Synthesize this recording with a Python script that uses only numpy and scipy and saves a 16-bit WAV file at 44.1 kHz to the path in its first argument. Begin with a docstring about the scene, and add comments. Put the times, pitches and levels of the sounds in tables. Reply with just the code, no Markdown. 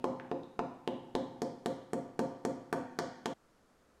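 """Dull thuds, each with a woody knock and a wet smack, come nearly four a second: a wooden mallet is
beating a strip of clay flat on a work table, moving along the strip. The clay damps the thud within a few
cycles, the mallet's head rings in its modes, and air squeezed from under the face makes the smack.
The table rings on and the small workshop reverberates. Just after the last blow the sound is cut off,
leaving quiet room tone."""
import sys
import numpy as np
from scipy import signal
from scipy.fft import rfft, irfft
from scipy.io import wavfile

SR = 44100
rng = np.random.default_rng(int(sys.argv[2]) if len(sys.argv) > 2 else 0)


def to_wav(sig):
    """Store sig (one row per channel, or 1-D mono) as 16-bit WAV at the path in sys.argv[1].

    Samples outside -1..1 are clipped; the rate is SR.
    """
    pcm = np.clip(np.atleast_2d(sig), -1, 1) * 32767
    pcm = np.round(pcm).astype(np.int16)
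    wavfile.write(sys.argv[1], SR, pcm.T)  # frames by channels


N = 176400
LEAD = SR // 2  # samples ahead of time zero, so that an earlier blow is still ringing
CLICK_HEIGHT = np.sqrt(SR / 1000)  # one sample with the energy of a millisecond at full level


def from_db(db):
    """Amplitude ratio of a level in decibels."""
    return 10 ** (np.asarray(db) / 20)


def at_hz(rows, hz, column=1):
    """Interpolation of a table column on a logarithmic frequency axis."""
    rows = np.array(rows)
    return np.interp(np.log(hz), np.log(rows[:, 0]), rows[:, column])


def band(x, low, high):
    """Band-pass filtering between two edges in hertz."""
    sos = signal.butter(2, [low, min(high, SR * .45)], "band", fs=SR, output="sos")
    return signal.sosfilt(sos, x + 1e-18)


def unit(x):
    """Normalisation to unit energy."""
    return x / np.sqrt(np.sum(x ** 2) + 1e-20)


def ring(t, hz, t60):
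    """Damped free vibration: a sine that loses 60 dB in t60 seconds."""
    return np.sin(2 * np.pi * hz * t) * from_db(-60 * t / t60)


def add(track, s, sound):
    """Superposition of a sound at time s on a track that begins LEAD samples early."""
    i = max(int(s * SR) + LEAD, 0)
    track[i:i + len(sound)] += sound[:len(track) - i]


def room_tone(rms_db=-68):
    """Stationary noise whose spectrum falls toward the treble: a steady, dull background."""
    # background spectrum: (frequency [Hz], relative spectral density [dB])
    spectrum = [(25, -3), (42, -16), (62, 0), (97, -11), (220, -4.5), (373, -6.5), (503, -6), (962, -12.5),
                (1290, -11), (2610, -24.5), (7000, -27), (11500, -33), (16000, -44)]
    hz = np.maximum(np.arange(N // 2 + 1) * SR / N, 1)
    noise = irfft(rfft(rng.standard_normal(N)) * from_db(at_hz(spectrum, hz)), N)
    return from_db(rms_db) * np.sqrt(N) * unit(noise)


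def late_drop(t, at_s=0.114, width_s=0.002, step_db=1):
    """Decay envelope: the ringing steps down slightly once the early echoes are over."""
    return from_db(-step_db * .5 * (1.5 + np.tanh((t - at_s) / width_s)))


def workshop(x, t, rise_s=0.002):
    """Reverberation: a few near reflections, then a diffuse tail that dies sooner in the treble."""
    # diffuse field: (frequency [Hz], level against the direct sound [dB], t60 [s])
    reverberation = [(61.4, -4, 0.52), (127.7, 5, 0.98), (270, 0, 1), (400, -7.5, 0.78), (582, 5.5, 0.45),
                     (800, -2.5, 1), (1080, -3, 0.73), (1800, -5.5, 0.92), (3020, -1.5, 0.86),
                     (6500, -2.5, 0.58), (13500, -8.5, 0.27)]
    # reflections, coloured by their surfaces: (delay [s], level [dB], low edge [Hz], high edge [Hz])
    echoes = [(.0045, -9.5, 700, 1170), (.0086, -11.5, 600, 10900), (0.0141, -5.5, 204, 693),
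              (0.0132, -15, 1510, 10100)]
    response = np.zeros(len(t))
    envelope = (1 - np.exp(-t / rise_s)) * late_drop(t)
    edges = np.geomspace(45, 17000, 27)
    for low, high in zip(edges, edges[1:]):
        hz = np.sqrt(low * high)
        decay = from_db(-60 * t / at_hz(reverberation, hz, column=2))
        tail = band(rng.standard_normal(len(t)), low, high) * envelope * decay
        response += unit(tail) * np.sqrt(2 * (high - low) / SR) * from_db(at_hz(reverberation, hz))
    for delay, db, low, high in echoes:
        response += from_db(db) * band(signal.unit_impulse(len(t), int(delay * SR)), low, high)
    return signal.fftconvolve(x, response)[:len(x)]


def standing_waves(t, place, strongest_place=0.68, fall_db_per_strip=11):
    """Standing waves build up between the walls and ebb again, each heard as a brief rising tone."""
    # swells: (frequency at peak [Hz], glide [Hz/s], delay [s], width [s], level against the thud [dB])
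    swells = [(254.4, 450, 0.02845, .016, -17.5), (479, 3100, .022, 0.02, -17.5),
              (527.6, 3700, .053, 0.0092, -14)]
    waves = np.zeros(len(t))
    for hz, glide, delay, width, db in swells:
        age = t - delay
        phase = 2 * np.pi * (hz + .5 * glide * age) * age
        waves += from_db(db) * np.sin(phase) * np.exp(-(age / width) ** 2)
    return waves * from_db(-fall_db_per_strip * abs(place - strongest_place))


def air_puffs(track, t):
    """Air displacement: the flattest blows push a slow pressure swing onto the listener."""
    # puffs of air: (time [s], level [dB])
    puffs = [(.585, -45), (1.143, -45), (2.188, -55)]
    for s, db in puffs:
        add(track, s, from_db(db) * ring(t, hz=26, t60=0.11))


def work_table(t, place, rise_s=0.0077, scatter_db=3):
    """Modal vibration: the place struck sets each table mode's strength, with some random scatter."""
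    # table modes, levels against the thud when struck at three places along the strip:
    # (frequency [Hz], t60 [s], level at start [dB], level at middle [dB], level at end [dB])
    modes = [(110.4, 0.8, -34, -38, -39), (165.4, 0.62, -30, -32.5, -24.5), (232.2, 0.23, -27, -13, -18),
             (251.4, 0.74, -23, -23, -18), (278.7, 0.49, -25.5, -18.5, -21), (352, 0.73, -26, -24, -38),
             (440.7, 0.14, -19, -16.5, -26), (495, 0.62, -35, -25, -20.5), (529.2, 0.79, -27, -23, -24),
             (696, 0.73, -30, -31.5, -27.5), (705, 0.17, -37, -7, -40.5), (915, 0.78, -28.5, -45.5, -35),
             (912, 0.64, -30, -32.5, -24), (1462, 0.98, -72, -56, -39)]
    scatter = from_db(scatter_db * rng.standard_normal(len(modes)))
    ringing = np.zeros(len(t))
    for k, (hz, t60, *dbs) in enumerate(modes):
        gain = scatter[k] * from_db(np.interp(place, [0, .5, 1], dbs))
        ringing += (-1) ** k * gain * ring(t, hz, t60)
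    return ringing * (1 - np.exp(-t / rise_s)) * late_drop(t)


def radiation(x, corner_hz=152):
    """Radiation efficiency: small surfaces give off little deep bass."""
    return signal.sosfilt(signal.butter(2, corner_hz, "high", fs=SR, output="sos"), x + 1e-18)


def pocket(hz, cycles=10.3):
    """Cavity resonance: a small hollow pops and loses 60 dB over the given cycles."""
    pop = np.diff(ring(np.arange(SR // 20) / SR, hz, cycles / hz), prepend=0)
    return unit(band(pop, hz / 2, hz * 2)) * CLICK_HEIGHT


def light_taps(track):
    """Impulse excitation: light taps between the first blows ring briefly at one pitch each."""
    # taps: (time [s], level [dB], frequency [Hz], ringing [cycles])
    taps = [(0.1988, -37.5, 1570, 8.4), (.4340, -53, 3750, 37)]
    for s, db, hz, cycles in taps:
        add(track, s, from_db(db) * pocket(hz, cycles))


def smack(tilt_db, top_hz, low_hz=2580, pivot_hz=4670, snap_db=2, splutter_db=0.5, splutter_s=0.0036):
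    """Broadband transient: the flat face meets wet clay with a snap, and squeezed air splutters out."""
    n = SR // 20
    snap = from_db(snap_db) * signal.unit_impulse(n)
    decay = np.exp(-np.arange(n) / SR / splutter_s)
    splutter = from_db(splutter_db) * unit(rng.standard_normal(n) * decay)
    hz = np.maximum(np.arange(n // 2 + 1) * SR / n, 100)
    tilt = from_db(tilt_db * np.log2(hz / pivot_hz))
    roll_off = np.sqrt((1 + (low_hz / hz) ** 4) * (1 + (hz / top_hz) ** 8))
    cepstrum = irfft(np.log(tilt / roll_off), n)[:n // 2]
    cepstrum[1:] *= 2  # minimum phase: nothing sounds ahead of the contact
    colour = np.exp(rfft(cepstrum, n))
    return [CLICK_HEIGHT * irfft(rfft(x) * colour, n) for x in (snap, splutter)]


def mallet(t, place):
    """Modal vibration of the wooden head: a knock, harder and brighter toward the strip's end."""
    # modes of the wood: (frequency [Hz], t60 [s], level at strip start [dB], level at strip end [dB])
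    modes = [(700, 0.026, -17.5, -9), (888, 0.044, -6, -11), (922, 0.022, -8.5, -7),
             (1007.6, 0.038, -10, -15), (1146, 0.036, -20.5, -12.5), (1456, 0.015, -20, -8),
             (1763, 0.0098, -18, -6.5)]
    return sum((-1) ** k * from_db(np.interp(place, [0, 1], dbs)) * ring(t, hz, t60)
               for k, (hz, t60, *dbs) in enumerate(modes))


def thud(t, push_db=-21, push_s=0.00013):
    """Heavily damped impact: a short push, and a swing that the clay absorbs within a few cycles."""
    push = from_db(push_db) * t / push_s * np.exp(1 - t / push_s)
    return push + ring(t, hz=396, t60=0.016)


def scene(stretch_count=4, smack_lag_s=0.000814, jet_db=-3.5, cut_s=3.340, fade_s=0.0073):
    """Superposition of blows and reverberation, cut off after the last blow, over steady room tone."""
    # mallet blows: (time [s], place along the strip [0-1], thud level [dB], knock level [dB],
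    # smack level [dB], smack tilt [dB/octave], smack top [Hz], air pocket [Hz], pocket level [dB])
    blows = [(-.232, 0, -18, -37, -34.5, -12.5, 7840, 1220, -55),
             (.0420, 0.03, -16.5, -21, -38, -3, 7640, 1030, -30),
             (0.3144, 0.37, -21.5, -24, -47, -13, 6940, 900, -82),
             (0.5916, 0.52, -22, -17, -41, -10, 8000, 1204, -30.5),
             (0.8756, 0.18, -19.5, -22.5, -48, 4, 8400, 2970, -37),
             (1.1515, 0.24, -17.5, -19.5, -36, -0.5, 7800, 3700, -40),
             (1.4187, 0.43, -20, -25.5, -38, 3, 7900, 5100, -46.5),
             (1.6595, 0.64, -19.5, -22.5, -35, -1, 9500, 3800, -45.5),
             (1.9328, 0.61, -19.5, -24.5, -42, 1.5, 8800, 7700, -51.5),
             (2.1921, .55, -17.5, -19.5, -35, -1.5, 8500, 1604, -38),
             (2.4506, 0.58, -18.5, -22, -36.5, 3, 7500, 7100, -54),
             (2.7274, 0.94, -20.5, -17.5, -36.5, -1, 10100, 1625, -35.5),
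             (2.9885, 0.99, -22, -19.5, -29.5, 1.5, 6500, 4810, -44),
             (3.2576, 0.58, -23, -19, -30.5, 3, 6440, 3310, -38)]
    t = np.arange(SR) / SR
    stretches = np.zeros((stretch_count, LEAD + N))  # each stretch of the strip has its own diffuse tail
    near = np.zeros(LEAD + N)  # heard without added reverberation
    for s, place, thud_db, knock_db, smack_db, tilt_db, top_hz, pocket_hz, pocket_db in blows:
        stretch = stretches[min(int(place * stretch_count), stretch_count - 1)]
        snap, splutter = smack(tilt_db, top_hz)
        pop = from_db(pocket_db) * pocket(pocket_hz)
        jet = from_db(jet_db) * pop  # air escapes toward the listener: extra direct sound
        add(stretch, s, from_db(thud_db) * thud(t) + from_db(knock_db) * mallet(t, place))
        add(stretch, s + smack_lag_s, from_db(smack_db) * snap + pop)
        add(near, s + smack_lag_s, from_db(smack_db) * splutter + jet)
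        add(near, s, from_db(thud_db) * (work_table(t, place) + standing_waves(t, place)))
    light_taps(stretches[0])
    air_puffs(near, t)
    work = near + sum(x + workshop(x, t) for x in radiation(stretches))
    cut = np.clip((cut_s - np.arange(N) / SR) / fade_s, 0, 1)
    return (work[LEAD:] * cut + room_tone())[None]


def record(dry, ceiling=.105, cutoff_hz=15800):
    """Saturation flattens the first swings of the hardest blows; a low-pass removes the top treble."""
    limited = dry / (1 + (dry / ceiling) ** 8) ** (1 / 8)
    return signal.sosfilt(signal.ellip(10, .2, 70, cutoff_hz, fs=SR, output="sos"), limited)


dry = scene()
out = record(dry)
to_wav(out)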